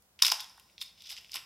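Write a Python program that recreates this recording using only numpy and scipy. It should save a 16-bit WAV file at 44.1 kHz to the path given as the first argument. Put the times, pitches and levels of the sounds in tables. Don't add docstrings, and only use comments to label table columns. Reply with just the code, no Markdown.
import sys
import numpy as np
from scipy import signal
from scipy.fft import rfft, irfft, next_fast_len
from scipy.io import wavfile
from scipy.ndimage import uniform_filter1d

SR = 44100
rng = np.random.default_rng(int(sys.argv[2]) if len(sys.argv) > 2 else 0)


def generate_wav(sig):
    pcm = np.round(np.clip(np.atleast_2d(sig).T, -1, 1) * 32767).astype(np.int16)
    wavfile.write(sys.argv[1], SR, pcm)


def ratio(d):
    e = np.asarray(d, float) / 20
    return 10 ** e


N = 63945

# pitch in Hz, width in Hz, level in dB.
TOP_PLATE = [(4666, 780, -8), (5148, 400, -1), (5970, 890, -15.5)]
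SHELL = [(3292, 310, -2), (3650, 660, 0.5)]
SMALL_SPRINGS = [(7070, 813, -2.5), (8200, 270, -1.5), (9090, 610, -4), (10870, 830, -4),
                 (12120, 580, -1.5), (14300, 2400, -12.5)]
HOLLOW_BODY = [(863, 31, -3.5), (1034, 77, 6), (1440, 200, 2), (1875, 57, 2)]
BACK_DOOR = [(2040, 754, -3.5), (2970, 610, 4)]


def unit(x):
    return x / np.sqrt(np.mean(x ** 2) + 1e-20)


def along(points, hz):
    f, value = np.transpose(points)
    return np.interp(np.log(hz + 1), np.log(f + 1), value)


def filtered(x, response):
    n = x.shape[-1]
    padded = next_fast_len(n + 8192)
    spectrum = rfft(x, padded) * response(np.fft.rfftfreq(padded, 1 / SR))
    return irfft(spectrum, padded)[..., :n]


def hush():
    # frequency in Hz, level in dB per Hz.
    air_shape = [(15, -30.5), (30, -19), (60, -7.5), (190, -10), (300, -16.5), (800, -15.5), (1200, -20),
                 (3000, -26.5), (16000, -27.5)]
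    side_shape = [(15, -38), (40, -12), (400, -15.5), (3000, -11.5), (16000, -13)]
    # hum frequency in Hz, level in dB.
    hum_tones = [(59, -82), (81, -86), (193, -86)]
    air_db, side_db = -70.5, -0.5
    t = np.arange(N) / SR
    air = unit(filtered(rng.standard_normal(N), lambda hz: ratio(along(air_shape, hz))))
    hiss = unit(filtered(rng.standard_normal(N), lambda hz: ratio(along(side_shape, hz))))
    hum = np.zeros(N)
    for hz, db in hum_tones:
        hum += ratio(db) * np.sqrt(2) * np.sin(2 * np.pi * (hz * t + rng.random()))
    return np.array([ratio(air_db) * air + hum, ratio(air_db + side_db) * hiss])


def room(x):
    # frequency in Hz, time to fall by 60 dB in seconds.
    fade_times = [(400, 0.11), (1000, 0.53), (3500, 0.31), (5200, 0.3), (10000, 0.32), (15000, 0.2)]
    room_db, side_db, first_wall_s = -7.5, -38, 0.003
    late_db, late_fade_s = -30, 1.77
    wet, step = np.zeros((2, N + 2 * SR)), SR // 25
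    for start in range(0, N, step):
        hz, t, z = signal.stft(rng.standard_normal((2, SR * 4 // 5)), SR, nperseg=256)
        early = ratio(-60 * t / along(fade_times, hz)[:, None])
        late = ratio(late_db - 60 * t / late_fade_s)
        tail = signal.istft(z * (early + late), SR, nperseg=256)[1]
        tail = tail / np.linalg.norm(tail[0])
        echo = signal.fftconvolve(x[None, start:start + step], tail, axes=1)
        wet[:, start + round(first_wall_s * SR):][:, :echo.shape[1]] += echo
    return ratio([[room_db], [room_db + side_db]]) * wet[:, :N]


def ringing(pushes, peaks):
    spot_db = 1.5 * rng.standard_normal((len(pushes), len(peaks), 1))

    def response(f):
        h = 0
        for k, (center, width, db) in enumerate(peaks):
            resonance = 1j * f * width / (center * center - f * f + 1j * f * width)
            h = h + (-1) ** k * ratio(db + spot_db[:, k]) * resonance
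        below = 1j * f / (0.81 * peaks[0][0])
        above = 1j * f / (1.71 * peaks[-1][0])
        low_edge = below ** 2 / (1 + 1.4 * below + below ** 2)
        high_edge = 1 / (1 + 1.4 * above + above ** 2)
        return h * (low_edge * high_edge) ** 2
    return filtered(pushes, response)


def evened(bursts, shape):
    for _ in range(3):
        z = rfft(bursts)
        flat = irfft(z / (np.abs(z) + 1e-9), bursts.shape[1])
        loudness = np.sqrt(np.abs(uniform_filter1d(flat ** 2, size=31)))
        bursts = flat / (loudness + 1e-9) * shape
    return bursts


def contacts(s, db, length_ms, peaks):
    rise_ms, fall_sharpness, grit_db = 0.15, 2.5, 2
    out, ms = np.zeros(N + SR), np.arange(SR // 12) * 1000 / SR
    shape = np.clip(ms / rise_ms, 0, 1) * np.exp(-(ms / length_ms[:, None]) ** fall_sharpness)
    grit = np.sign(rng.standard_normal(shape.shape)) * ratio(grit_db * rng.standard_normal(shape.shape))
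    rings = ringing(evened(shape * grit, shape), peaks)
    rings *= np.linalg.norm(shape, axis=1, keepdims=True) / np.linalg.norm(rings, axis=1, keepdims=True)
    for at, gain, ring in zip(s, ratio(db), rings):
        out[round(at * SR):][:len(ms)] += gain * ring
    return out[:N]


def struck_metal(rows):
    s, db, shell_db, spring_db, ms = np.transpose(rows)
    plate = contacts(s, db, ms, TOP_PLATE)
    shell = contacts(s, db + shell_db, ms, SHELL)
    return plate + shell + contacts(s, db + spring_db, ms, SMALL_SPRINGS)


def palm():
    # pitch in Hz, width in Hz, level in dB.
    palm_peaks = [(318, 40, 1), (543, 85, -5)]
    # start in seconds, level in dB, length in ms.
    knocks = [
        (1.354, -57.5, 3.03),
        (1.364, -58, 4),
    ]
    return contacts(*np.transpose(knocks), palm_peaks)


def settling():
    # start in seconds, plate level in dB, shell and springs in dB over the plate, length in ms.
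    shifts = [
        (.16, -73, -1, 2, 1.25),
        (0.432, -48, -2, -11.5, 1.5),
        (.443, -43.5, 0, -17, 1.8),
        (.466, -70.5, -7, -18.5, 0.93),
        (0.69, -72.5, 10, 0.5, 0.47),
        (0.7, -71, 5, -11, 0.85),
        (0.782, -64.5, 3, -11.5, 35),
        (1.255, -55, 1, -25.5, 0.62),
    ]
    return struck_metal(shifts)


def door():
    # start in seconds, level in dB, length in ms.
    knocks = [(0.1899, -46.5, 4), (.196, -51.5, 17.3), (0.2204, -25, 2.2), (0.2238, -22.5, 2.6),
              (0.227, -37.5, 5.4), (0.2473, -26, 2), (0.254, -29, 5.7), (0.2652, -29.5, 4.4),
              (0.282, -27.5, 3), (0.2977, -34.5, 0.78), (0.3197, -24.5, 2.3), (0.399, -46, 11),
              (0.597, -52.5, 1.9), (.69, -58, .6), (0.698, -53.5, 0.72), (0.7799, -43.5, 0.73),
              (0.8125, -42.5, 4), (0.8226, -40.5, 2.7), (1.0053, -59, 2.4), (1.021, -50, 0.75),
              (1.095, -56, 3.1), (1.102, -45.5, 4.3), (1.1665, -29, 0.23), (1.176, -46.5, 6.5),
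              (1.1831, -41.5, .7), (1.2458, -39.5, 0.41), (1.255, -57, 0.47), (1.2948, -43, .6),
              (1.331, -46, 4.9), (1.3415, -40.5, 3), (1.357, -34, 3), (1.362, -41.5, 9.8), (1.368, -44, 5),
              (1.375, -49.5, 6.8)]
    return contacts(*np.transpose(knocks), BACK_DOOR)


def thuds():
    # start in seconds, level in dB, deep part in dB over it, length in ms.
    blows = [(0.1917, -62, -33, 13), (0.2201, -29.5, -22, 2.83), (.23, -37.5, -32, 14.3),
             (0.248, -30.5, -42, 1.5), (0.265, -42, -8, 4.3), (.282, -35.5, -9.5, 3),
             (0.302, -36, -31, 1.03), (0.318, -23.5, -3, 1.5), (.404, -66, -18, 4.9),
             (0.5763, -56.5, -3.5, 5.9), (0.815, -55, -31, 7.9), (1.105, -64, -2.5, 43),
             (1.177, -64, -4, 12.7), (1.342, -51.5, -7.5, 8.4), (1.354, -44.5, -6, 4),
             (1.367, -58, -23, 20)]
    # pitch in Hz, width in Hz, level in dB.
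    deep_peaks = [(330, 60, -21), (427, 50, -7.5), (670.4, 63, 1.5), (859, 120, 5.5)]
    s, db, deep_db, ms = np.transpose(blows)
    return contacts(s, db, ms, HOLLOW_BODY) + contacts(s, db + deep_db, ms, deep_peaks)


def scrape():
    # time in seconds, plate level in dB, springs in dB over it.
    pressure = [(.9, -110.5, -25), (.975, -64, -16), (1.0, -64.5, -11), (1.044, -58.5, -12),
                (1.055, -54, -18.5), (1.072, -51.5, -12), (1.086, -61, -17), (1.094, -49.5, -7),
                (1.124, -46.5, -11.5), (1.14, -51.5, -16), (1.16, -61.5, -15), (1.177, -47.5, -14),
                (1.195, -65.5, -7.5), (1.3, -65.5, -9.5), (1.33, -51.5, -10), (1.36, -44, 0.5),
                (1.383, -58, -30.5), (1.45, -97, -2)]
    slips_per_s, scatter_db = 4000, 4
    s, db, spring_db = np.transpose(pressure)
    slips = (rng.random(N) < slips_per_s / SR) * ratio(scatter_db * rng.standard_normal(N))
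    slips = np.convolve(slips, np.exp(-np.arange(120) / 10))[:N]

    def part(level_db, peaks):
        level = ratio(np.interp(np.arange(N) / SR, s, level_db))
        return level * unit(ringing(slips * rng.standard_normal((1, N)), peaks)[0])

    outer = part(db, TOP_PLATE) + part(db - 5.5, SHELL) + part(db - 4.5, BACK_DOOR)
    return outer + part(db - 21.5, HOLLOW_BODY) + part(db + spring_db, SMALL_SPRINGS)


def winding():
    # start in seconds, plate level in dB, shell and springs in dB over the plate, length in ms.
    ratchet = [(0.7798, -44, 3.5, -27, 0.84), (.801, -52, -2, -16, 2.1), (0.8058, -50.5, -2, -7.5, 14),
               (.8135, -38.5, 0.5, -6, 4.8), (0.8155, -46, 13.5, -9, 4), (.8232, -38.5, -3, 3.5, 0.84),
               (.825, -43, -14, -10, 5), (1.0047, -56, 4, -14, 5.4), (1.021, -45, -4, -6.5, 1.34),
               (1.059, -55, -8, -7, 1.4), (1.102, -40.5, -10, -2, 1.6), (1.106, -40.5, -6, -8.5, 2.3),
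               (1.1132, -35.5, -2, -4, .4), (1.1666, -32, -3, -16, 0.25), (1.1825, -48, 0, -12, 0.59),
               (1.2115, -58.5, -20, 8, 0.48), (1.2462, -50, 11, -8, 0.24), (1.2948, -54, 4, -18, 0.76),
               (1.318, -37, -21, -9, 2.1), (1.3325, -38, -3, -29, 1.2), (1.3415, -30.5, -8, -6, 1.4),
               (1.355, -42.5, -5, 4, 0.96), (1.3568, -34.5, -5, -4.5, 2.92), (1.3676, -33, -21, -12.5, 2.5)]
    teeth = [(1.039, -67, 15, -18, 8), (1.066, -50, -4, -17, 2.1), (1.072, -49.5, 3.5, -15.5, 2.7),
             (1.081, -52, -6, -15, 2.6), (1.092, -46, -6, -9.5, 2.4), (1.097, -43.5, -7, -5, 2),
             (1.116, -39.5, -9, -2.5, 1.2), (1.119, -46.5, 6, -3.5, 2.6), (1.1227, -43, 1, -5.5, 2),
             (1.126, -46.5, 3, -11, 3.5), (1.136, -51, -7, -9.5, 3.3), (1.171, -48, -7, -10.5, 1.3),
             (1.185, -51.5, -11, -11, 2), (1.339, -45, -1, -14.5, 3), (1.3609, -40, 1, -10.5, 2),
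             (1.378, -51, -2, -10.5, 2.1), (.2295, -29.5, -3.5, -0.5, 3.2), (.233, -33, -1.5, 0, 3.1),
             (0.841, -59, -4, -11, 2.5), (.857, -59.5, 1, -26, 38), (0.41, -56, 5.5, -15, 25)]
    return struck_metal(ratchet) + struck_metal(teeth)


def shutter():
    # start in seconds, plate level in dB, shell and springs in dB over the plate, length in ms.
    slams = [(0.0224, -66.5, -8.5, 4.5, 2.7), (0.1902, -50, -1, -18, 4.2), (0.196, -56, -3.5, -9.5, 16),
             (0.2196, -30.5, 0, -2, 0.83), (.2216, -18.5, 4.5, 0.5, 0.87), (0.223, -7, -7.5, -13.5, 1.6),
             (0.228, -35, 0, 0.5, 4.6), (0.2481, -21.5, 3.5, -8.5, 2.3), (0.2527, -27.5, 0, 1, 2.4),
             (0.256, -28.5, 0, -3.5, 1.1), (0.263, -23.5, -13, -4.5, 1.7), (0.2655, -18, -18.5, -9, 3.2),
             (0.275, -25, -9, -15, 1.7), (.2806, -21.5, -8.5, -7, 2.2), (0.2901, -29.5, -1, -3, 0.91),
             (0.3005, -18.5, -7, -20.5, 0.72), (.3172, -20, -9, -7.5, 2.2),
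             (.3207, -18.5, -8.5, -10.5, 2.4), (.315, -36.5, -3.5, -3.5, 4.2), (.396, -38, 1.5, -28, 2.1),
             (0.4032, -33.5, -6, -7.5, 2), (0.406, -40, -4, -4, 6), (0.4955, -49, -18.5, -9.5, 2.9),
             (0.5755, -62.5, 0, 3.5, 1.9), (0.5971, -55.5, -5, 5, 1.5)]
    return struck_metal(slams)


def camera():
    return palm() + settling() + door() + thuds() + scrape() + winding() + shutter()


def scene():
    direct = camera()
    mid, side = room(direct) + hush()
    return np.array([direct + mid + side, direct + mid - side])


def band_limit(x):
    return signal.sosfilt(signal.butter(12, 16800, fs=SR, output="sos"), x)


def record(dry):
    top_hz = 15900
    mix = filtered(dry, lambda hz: hz < top_hz)
    return band_limit(mix)


dry = scene()
out = record(dry)
generate_wav(out)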